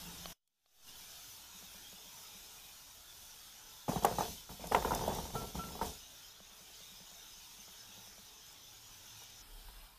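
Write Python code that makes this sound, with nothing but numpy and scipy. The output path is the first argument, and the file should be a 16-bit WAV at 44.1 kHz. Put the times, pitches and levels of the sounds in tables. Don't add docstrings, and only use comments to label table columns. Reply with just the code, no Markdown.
import sys
import numpy as np
from scipy import signal
from scipy.fft import rfft, irfft, next_fast_len
from scipy.io import wavfile
from scipy.ndimage import uniform_filter1d, map_coordinates

SR = 44100
rng = np.random.default_rng(int(sys.argv[2]) if len(sys.argv) > 2 else 0)


def decibels_to_gain(level_db):
    exponent = np.asarray(level_db, float) / 20
    return 10 ** exponent


def put_to_file(sound):
    columns = np.atleast_2d(sound).T
    safe = np.clip(columns, -1, 1)
    whole_steps = np.round(safe * 32767)
    wavfile.write(sys.argv[1], SR, whole_steps.astype(np.int16))


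N = 440118

SCENE_CHANGES = (.327, 9.42)
# time_s, level_db
SIMMER = [
    [(0.95, -57.5), (1.0, -53.5), (1.07, -56), (1.23, -54.5), (1.48, -56.5), (2.45, -55.5), (2.97, -60),
     (3.26, -57), (3.82, -59)],
    [(6.08, -58.5), (6.21, -57), (6.4, -59.5), (6.88, -57), (7.93, -56), (8.06, -56.5), (8.58, -59),
     (9.22, -56), (9.4, -56.5)],
]
# start_s, sizzle over boil_db, hiss over boil_db, hum_db, rumble_db
STRETCHES = [
    (0, -1, -5.5, -64, -63),
    (0.326, -1.5, -5.5, -66.5, -70.5),
    (4.9, -1, -8.5, -67, -71.5),
    (9.42, -8, -9, -67, -74),
]
# start_s, hold_s, tumbling_db, spray_db
SURGES = [(3.877, 0.11, -49, -53.5), (4.018, 0.17, -51, -54), (4.18, 0.056, -53, -50.5),
          (4.267, .04, -55.5, -55.5), (4.49, 0.026, -55.5, -59.5), (4.595, 0.11, -56.5, -59.5),
          (4.71, 0.12, -47.5, -53), (4.841, 0.098, -41.5, -54), (4.946, 0.16, -40.5, -54),
          (5.116, 0.078, -44.5, -54), (5.217, 0.054, -53.5, -58), (5.33, 0.096, -45, -55.5),
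          (5.46, 0.027, -57, -59), (5.541, 0.052, -45.5, -55.5), (5.636, 0.14, -56, -59.5),
          (5.809, 0.067, -47, -53.5)]
# centre_hz, width_hz, level_db
PAN = [(426, 80, 0.5), (655, 166, -2.5), (713, 48, 4.5), (915, 132, -0.5), (1195, 600, -10),
       (1557, 340, -9), (1950, 740, -22)]
# centre_hz, width_hz, level_db
BOTTOM = [(111, 47, -3), (175.4, 48.5, 3.5), (226, 96, -1.5)]


def unit(x):
    return x / np.sqrt(np.mean(x ** 2) + 1e-20)


def along(points, hz):
    f, v = np.transpose(points)
    return np.interp(np.log(hz + 1), np.log(f + 1), v)


def curves(rows, **ends):
    s, *cols = np.transpose(sorted(map(tuple, rows)))
    t = np.arange(N) / SR
    return [np.interp(t, s, c, **ends) for c in cols]


def wobble(rate):
    knots = rng.standard_normal(int(N * rate / SR) + 4)
    return map_coordinates(knots, [np.arange(N) * rate / SR])


def noise():
    return rng.standard_normal(N)


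def filtered(x, response):
    m = next_fast_len(N + SR // 2)
    return irfft(rfft(x, m) * response(np.fft.rfftfreq(m, 1 / SR)), m)[..., :N]


def modes(table):
    def response(f):
        total = 0
        for k, (centre, width, db) in enumerate(table):
            damping = 1j * f * width
            total = total + (-1) ** k * decibels_to_gain(db) * damping / (centre * centre - f * f + damping)
        return total
    return response


def patchy(patchy_db, size=(5, 14), x=None):
    z = signal.stft(noise() if x is None else x, nperseg=512)[2]
    field = uniform_filter1d(rng.standard_normal(z.shape), size=size[0], axis=0)
    field = uniform_filter1d(field, size=size[1], axis=1)
    return signal.istft(z * decibels_to_gain(patchy_db * unit(field)), nperseg=512)[1][:N]


def sparse(per_s, scatter_db):
    hits = rng.random(N) < per_s / SR
    size = decibels_to_gain(scatter_db * np.clip(rng.standard_normal(N), -2, 2))
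    return hits * size * rng.choice([-1, 1], N)


def add(out, s, sound):
    i = round(s * SR)
    out[i:i + len(sound)] += sound[:N - i]


def ring(hz, t60, attack):
    t = np.arange(SR // 2) / SR
    return np.sin(2 * np.pi * hz * t) * decibels_to_gain(-60 * t / t60) * (1 - np.exp(-t / attack)) ** 2


def surges(level_db, fall_db_s):
    attack_s = 0.013
    t = np.arange(N) / SR
    power = np.zeros(N)
    for (s, hold, *_), db in zip(SURGES, level_db):
        u = t[round(s * SR):][:SR] - s
        rise = np.clip(u / attack_s, 0, 1)
        fall = decibels_to_gain(db - fall_db_s * np.clip(u - hold, 0, 9))
        add(power, s, (rise * fall) ** 2)
    return np.sqrt(power)


def spray():
    return surges([row[-1] for row in SURGES], fall_db_s=83.5)


def boil():
    boil_db = curves(sum(map(list, SIMMER), []))[0]
    return boil_db.mean(), boil_db - boil_db.mean()


def balance(column):
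    starts, *levels = np.transpose(STRETCHES)
    stretch = np.searchsorted(starts, np.arange(N) / SR, side="right") - 1
    return levels[column - 1][stretch]


def deep_rumble():
    # frequency_hz, level_db
    rumble_shape = [(8.8, -38), (15, 1.5), (38, 2), (96, -4.5), (118, -16.5), (140, -12), (180, -37),
                    (310, -120)]
    rumble = unit(filtered(noise(), lambda hz: decibels_to_gain(along(rumble_shape, hz))))
    return rumble * decibels_to_gain(balance(4) + 1.2 * wobble(5))


def room_hum():
    # frequency_hz, level_db
    hum_shape = [(65, -38.5), (110, -2.5), (348, -8.5), (382, -11), (436, -3), (478, -11), (878, -2.5),
                 (1180, -8), (1400, -4), (1660, -7.5), (2600, -18), (3380, -44), (5720, -120)]
    hum = unit(filtered(patchy(patchy_db=3.0, size=(1, 20)), lambda hz: decibels_to_gain(along(hum_shape, hz))))
    swing_db = boil()[1]
    return hum * decibels_to_gain(balance(3) + 0.42 * swing_db + 1.28)


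def burner_hiss():
    # frequency_hz, level_db
    hiss_shape = [(1060, -45), (1800, -14), (2760, -6.5), (3390, -4), (4640, -2.5), (5070, -1.5),
                  (6010, -3), (8280, -4.5), (14400, -5), (15200, -4.5)]
    # centre_hz, width_hz, lift_db
    grille = [(8720, 68, 0), (10000, 90, 0.5), (11470, 110, 4), (12400, 190, 2.5), (13300, 110, 6.5)]
    ridges = lambda hz: sum(db / (1 + ((hz - c) / w) ** 2) for c, w, db in grille)
    jets = patchy(patchy_db=2.5, size=(2, 8))
    hiss = unit(filtered(jets, lambda hz: decibels_to_gain(along(hiss_shape, hz) + ridges(hz))))
    dulled_hiss = filtered(hiss, lambda hz: decibels_to_gain(-3.5 * np.exp(-((hz - 6500) / 1000) ** 2)))
    mean_db, swing_db = boil()
    steady = decibels_to_gain(mean_db + 0.62 * swing_db + balance(2) + 6.5)
    hiss = np.where(np.arange(N) / SR < SCENE_CHANGES[1], hiss, dulled_hiss)
    return hiss * np.hypot(steady, decibels_to_gain(4.0) * spray()) * decibels_to_gain(0.83 * wobble(15))


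def sizzle():
    # centre_hz, width_hz, level_db
    rim = [(2390, 390, -9), (3054, 470, -3.5), (3660, 496, -2), (5174, 240, -2), (5930, 350, -1.5),
           (6790, 460, -6)]
    bubbles = unit(patchy(patchy_db=4.5, size=(2, 11))) + 0.33 * unit(sparse(per_s=530, scatter_db=0.0))
    bright = unit(filtered(bubbles, modes(rim)))
    dulled_fizz = unit(filtered(bubbles, lambda hz: modes(rim[:4])(hz) / (1 + (hz / 5500) ** 30)))
    fizz = np.where(np.arange(N) / SR < SCENE_CHANGES[1], bright, dulled_fizz)
    mean_db, swing_db = boil()
    simmer = decibels_to_gain(mean_db + swing_db + balance(1))
    return fizz * np.hypot(simmer, decibels_to_gain(1.0) * spray()) * decibels_to_gain(0.37 * wobble(7))


def background():
    # time_s, gain_db
    fades = [(.326, 3.5), (.335, -18), (.399, -44), (.647, -26), (.811, -10), (.891, 1.5), (1.0, 0),
             (9.81, 0), (9.92, -3), (9.98, -5.5)]
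    return (sizzle() + burner_hiss() + room_hum() + deep_rumble()) * decibels_to_gain(curves(fades)[0])


def low_noise(levels, hz, width_hz):
    twice = lambda f: modes([(hz, width_hz, 0)])(f) ** 2
    return unit(filtered(noise(), twice)) * decibels_to_gain(curves(levels, left=-120, right=-120)[0] - 0.2)


def flame_drone():
    # time_s, level_db
    drone_levels = [(0.0, -54), (0.098, -58.5), (0.18, -59.5), (0.304, -64.5), (0.32, -54)]
    return low_noise(drone_levels, hz=172, width_hz=28)


def offset_drift():
    # time_s, level_db
    drift_levels = [(.36, -87.5), (.6, -90.5), (.85, -61.5), (1.0, -66), (1.2, -84)]
    return decibels_to_gain(curves(drift_levels, left=-120, right=-120)[0])


def far_appliance():
    # time_s, level_db
    motor_levels = [(7.79, -82), (7.842, -68.5), (8.12, -74), (8.198, -89), (8.49, -81), (8.542, -76),
                    (9.276, -68), (9.42, -72)]
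    return low_noise(motor_levels, hz=105, width_hz=22)


def board_handling():
    # time_s, level_db
    handling_levels = [(9.4, -70), (9.426, -66), (9.568, -55), (9.622, -53), (9.658, -50.5), (9.8, -53),
                       (9.922, -67), (9.98, -68.5)]
    return low_noise(handling_levels, hz=36, width_hz=14)


def metal_ticks():
    # time_s, peak_db, treble_db
    tick_events = [
        (0.257, -35.5, -3.5),
        (0.476, -92, 14),
        (0.66, -66, -1),
    ]
    low = ring(700, 0.011, 0.00021) + 0.67 * ring(1110, 0.014, 0.0003)
    high = ring(2540, 0.0066, 0.00021) + ring(3300, 0.01, 0.0002) + ring(4340, 0.013, 0.00016)
    out = np.zeros(N)
    for s, db, treble_db in tick_events:
        add(out, s, decibels_to_gain(db + 4.0) * low)
        add(out, s, decibels_to_gain(db + treble_db + 4.0) * high)
    return out


def pan_rocking():
    # time_s, peak_db, tick_db
    rock_events = [(1.381, -69, -3), (1.543, -60, -11), (1.625, -58, -3), (1.746, -58.5, -3),
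                   (1.928, -59, -1), (2.059, -66, -3), (2.2, -74, -1), (2.346, -59, -7), (2.499, -82, 4),
                   (6.403, -60, 2), (6.512, -66, 0), (6.607, -63, -2), (6.702, -69.5, 4), (6.805, -65, 3),
                   (6.915, -61.5, -13), (7.004, -58.5, -3), (7.115, -64, 1.5), (7.37, -68, -4),
                   (7.584, -61, -5), (7.68, -63.5, 1), (7.886, -63.5, -7.5), (7.976, -59, -6),
                   (8.074, -63, 1), (8.181, -60.5, 2)]
    out = np.zeros(N)
    for (s, db, tick_db), shift in zip(rock_events, rng.normal(1, 0.034, len(rock_events))):
        note = ring(190 * shift, 0.093, 0.0059)
        tick = ring(620 * shift, 0.0077, 0.00057) + 0.28 * ring(950 * shift, 0.0091, 0.00027)
        add(out, s, decibels_to_gain(db + 11.0) * note + decibels_to_gain(db + tick_db + 20.5) * tick)
    return out


def bowl_ring():
    # time_s, peak_db
    bowl_strikes = [
        (3.6875, -49),
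        (5.3556, -25.5),
        (5.591, -25),
    ]
    out = np.zeros(N)
    for s, db in bowl_strikes:
        add(out, s, decibels_to_gain(db - 14.0) * ring(1346, 0.34, 0.0013))
    return out


def crackle(bursts):
    return filtered(bursts, modes([(4700, 1600, -4.0), (6450, 1500, 4.5), (11500, 8100, 0)]))


def droplets():
    # time_s, peak_db
    spit_events = [(0.0169, -46), (0.4755, -65.5), (3.894, -41), (4.036, -30.5), (4.0497, -20),
                   (4.189, -37), (4.671, -35), (4.723, -34), (4.75, -33), (4.9488, -24.5), (5.081, -35),
                   (5.149, -32), (5.859, -34), (7.2993, -59), (7.9423, -52), (8.007, -49), (8.465, -47),
                   (8.527, -44), (8.8792, -51), (9.236, -44), (9.3018, -46)]
    t = np.arange(SR // 8) / SR
    out = np.zeros(N)
    for s, db in spit_events:
        add(out, s, decibels_to_gain(db - 4) * rng.standard_normal(len(t)) * decibels_to_gain(-60 * t / 0.019))
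    return crackle(out)


def tumbling():
    # centre_hz, width_hz, level_db
    stove = [(44.8, 34, 0), (80.6, 16, -2.5)]
    fall_db_s, stove_fall_db_s = 218, 120
    tumble_db = np.transpose(SURGES)[2]
    heavy_db = lambda share: -48 + share * (tumble_db + 47.5)
    pushes = unit(sparse(per_s=270, scatter_db=0.5)) + 0.39 * noise()
    soft = lambda hz: modes(PAN)(hz) / (1 + 1j * hz / 1500) ** 2
    body = unit(filtered(pushes, soft)) * surges(tumble_db - 1.5, fall_db_s)
    drum = unit(filtered(noise(), modes(BOTTOM))) * surges(heavy_db(0.58) - 0.5, fall_db_s)
    stove_top = lambda hz: modes(stove)(hz) * modes([(60, 90, 0)])(hz)
    shake = unit(filtered(noise(), stove_top)) * surges(heavy_db(0.72) - 2.3, stove_fall_db_s)
    return body + drum + shake


def knocks():
    # time_s, peak_db,
    # pitch_hz, hardness_db, weight_db
    blow_events = [(3.881, -26, 820, -25, -9), (3.89, -23.5, 623, -20, -9), (3.918, -28.5, 810, -15, -11),
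                   (3.93, -31, 610, -19.5, -16), (3.959, -24.5, 770, -38, -9.5),
                   (4.023, -34.5, 700, -19, -6), (4.031, -35, 915, -30, -16), (4.046, -11, 786, -18.5, -27),
                   (4.066, -29, 806, -17, -21), (4.111, -28.5, 522, -16, -11), (4.123, -30, 920, -21, -17),
                   (4.184, -20, 835, -25, -13.5), (4.207, -19.5, 840, -30, -17),
                   (4.492, -42.5, 900, -11, -0.5), (4.595, -41.5, 535, -9, -11),
                   (4.64, -32.5, 640, -10, -14.5), (4.713, -27, 507, -20, -24),
                   (4.719, -19, 830, -12.5, -25), (4.746, -11.5, 926, -10, -25),
                   (4.761, -22.5, 810, -15, -21),
                   (4.823, -29.5, 877, -10, -21), (4.847, -21, 973, -19, -17), (4.876, -29, 910, -30, -22),
                  (4.907, -21.5, 947, -28, -18), (4.917, -18, 915, -38, -21), (4.934, -34, 940, -7, -5),
                  (4.991, -34, 900, -10.5, -22), (5.078, -20, 647, -38, -22), (5.119, -29, 770, -24, -9),
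                  (5.159, -35, 870, -14, -19), (5.185, -28, 820, -34, -25), (5.253, -37, 890, -23, -20),
                  (5.302, -40, 743, -7, -13), (5.352, -28, 874, -27, -10), (5.553, -33.5, 880, -24, -8),
                  (5.636, -42, 696, 1, -5), (5.686, -44.5, 950, -8, 2), (5.752, -36, 755, -17, -18),
                  (5.791, -36, 860, -22, -22), (5.813, -21.5, 915, -41, -13.5), (5.828, -31, 820, -15, -23),
                  (9.218, -49, 960, -12, -23), (9.684, -48, 931, -10, -13)]
    out, tail, upper, crack, thud = np.zeros((5, N))
    t = np.arange(SR // 8) / SR
    for s, db, hz, hardness_db, weight_db in blow_events:
        grain = rng.standard_normal(len(t))
        blow = ring(hz, 0.02, 0.0014)
        blow = blow - 0.45 * ring(1.45 * hz, 0.016, 0.0014) + 0.4 * ring(0.55 * hz, 0.02, 0.0012)
        add(out, s, decibels_to_gain(db + 5) * blow)
        bounces = grain ** 3 * decibels_to_gain(-60 * t / 0.21)
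        add(tail, s + 0.00402, decibels_to_gain(db - 12.5) * bounces)
        clack = grain[::-1] * decibels_to_gain(-60 * t / 0.031) + 6 * ring(2.17 * hz, 0.0058, 0.00069)[:len(t)]
        add(upper, s + 0.001534, decibels_to_gain(db + hardness_db + 3) * clack)
        crack_db = -52 + 0.26 * (db + 28.5)
        add(crack, s + 0.0042, decibels_to_gain(crack_db) * grain * decibels_to_gain(-60 * t / 0.014))
        add(thud, s, decibels_to_gain(db + weight_db + 25.0) * grain[::-1] * decibels_to_gain(-60 * t / 0.046))
    upper = filtered(upper, modes([(1400, 200, -5.5), (2000, 680, -4.5), (2980, 460, 2.5)]))
    return out + filtered(tail, modes(PAN)) + upper + crackle(crack) + filtered(thud, modes(BOTTOM))


def scene():
    # frequency_hz, side under middle_db
    steady_width = [(30, -50), (300, -35.5), (1200, -32), (1900, -14), (2600, -32), (15000, -34)]
    # frequency_hz, side under middle_db
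    food_width = [(100, -53), (700, -48), (1500, -20), (2500, -21), (4500, -24), (6500, -33), (8000, -22.5),
                  (11000, -34), (14000, -17)]
    steady = background() + flame_drone() + offset_drift() + far_appliance() + board_handling() + metal_ticks()
    food = pan_rocking() + bowl_ring() + droplets() + tumbling() + knocks()
    splash = food + steady * np.interp(np.arange(N) / SR, [3.85, 3.9, 5.9, 6], [0, 1, 1, 0])
    steady_side = filtered(steady, lambda hz: 1j * decibels_to_gain(along(steady_width, hz)))
    food_side = filtered(splash, lambda hz: 1j * decibels_to_gain(along(food_width, hz) - 9.5))
    side = patchy(patchy_db=3.5, size=(12, 4), x=steady_side) + patchy(patchy_db=10, size=(14, 4), x=food_side)
    return steady + food + np.array([side, -side])


def low_pass(x):
    return signal.sosfilt(signal.butter(12, 15960, fs=SR, output="sos"), x)


def record(dry):
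    mix = filtered(dry, lambda hz: hz < 15100)
    return low_pass(mix)


dry = scene()
out = record(dry)
put_to_file(out)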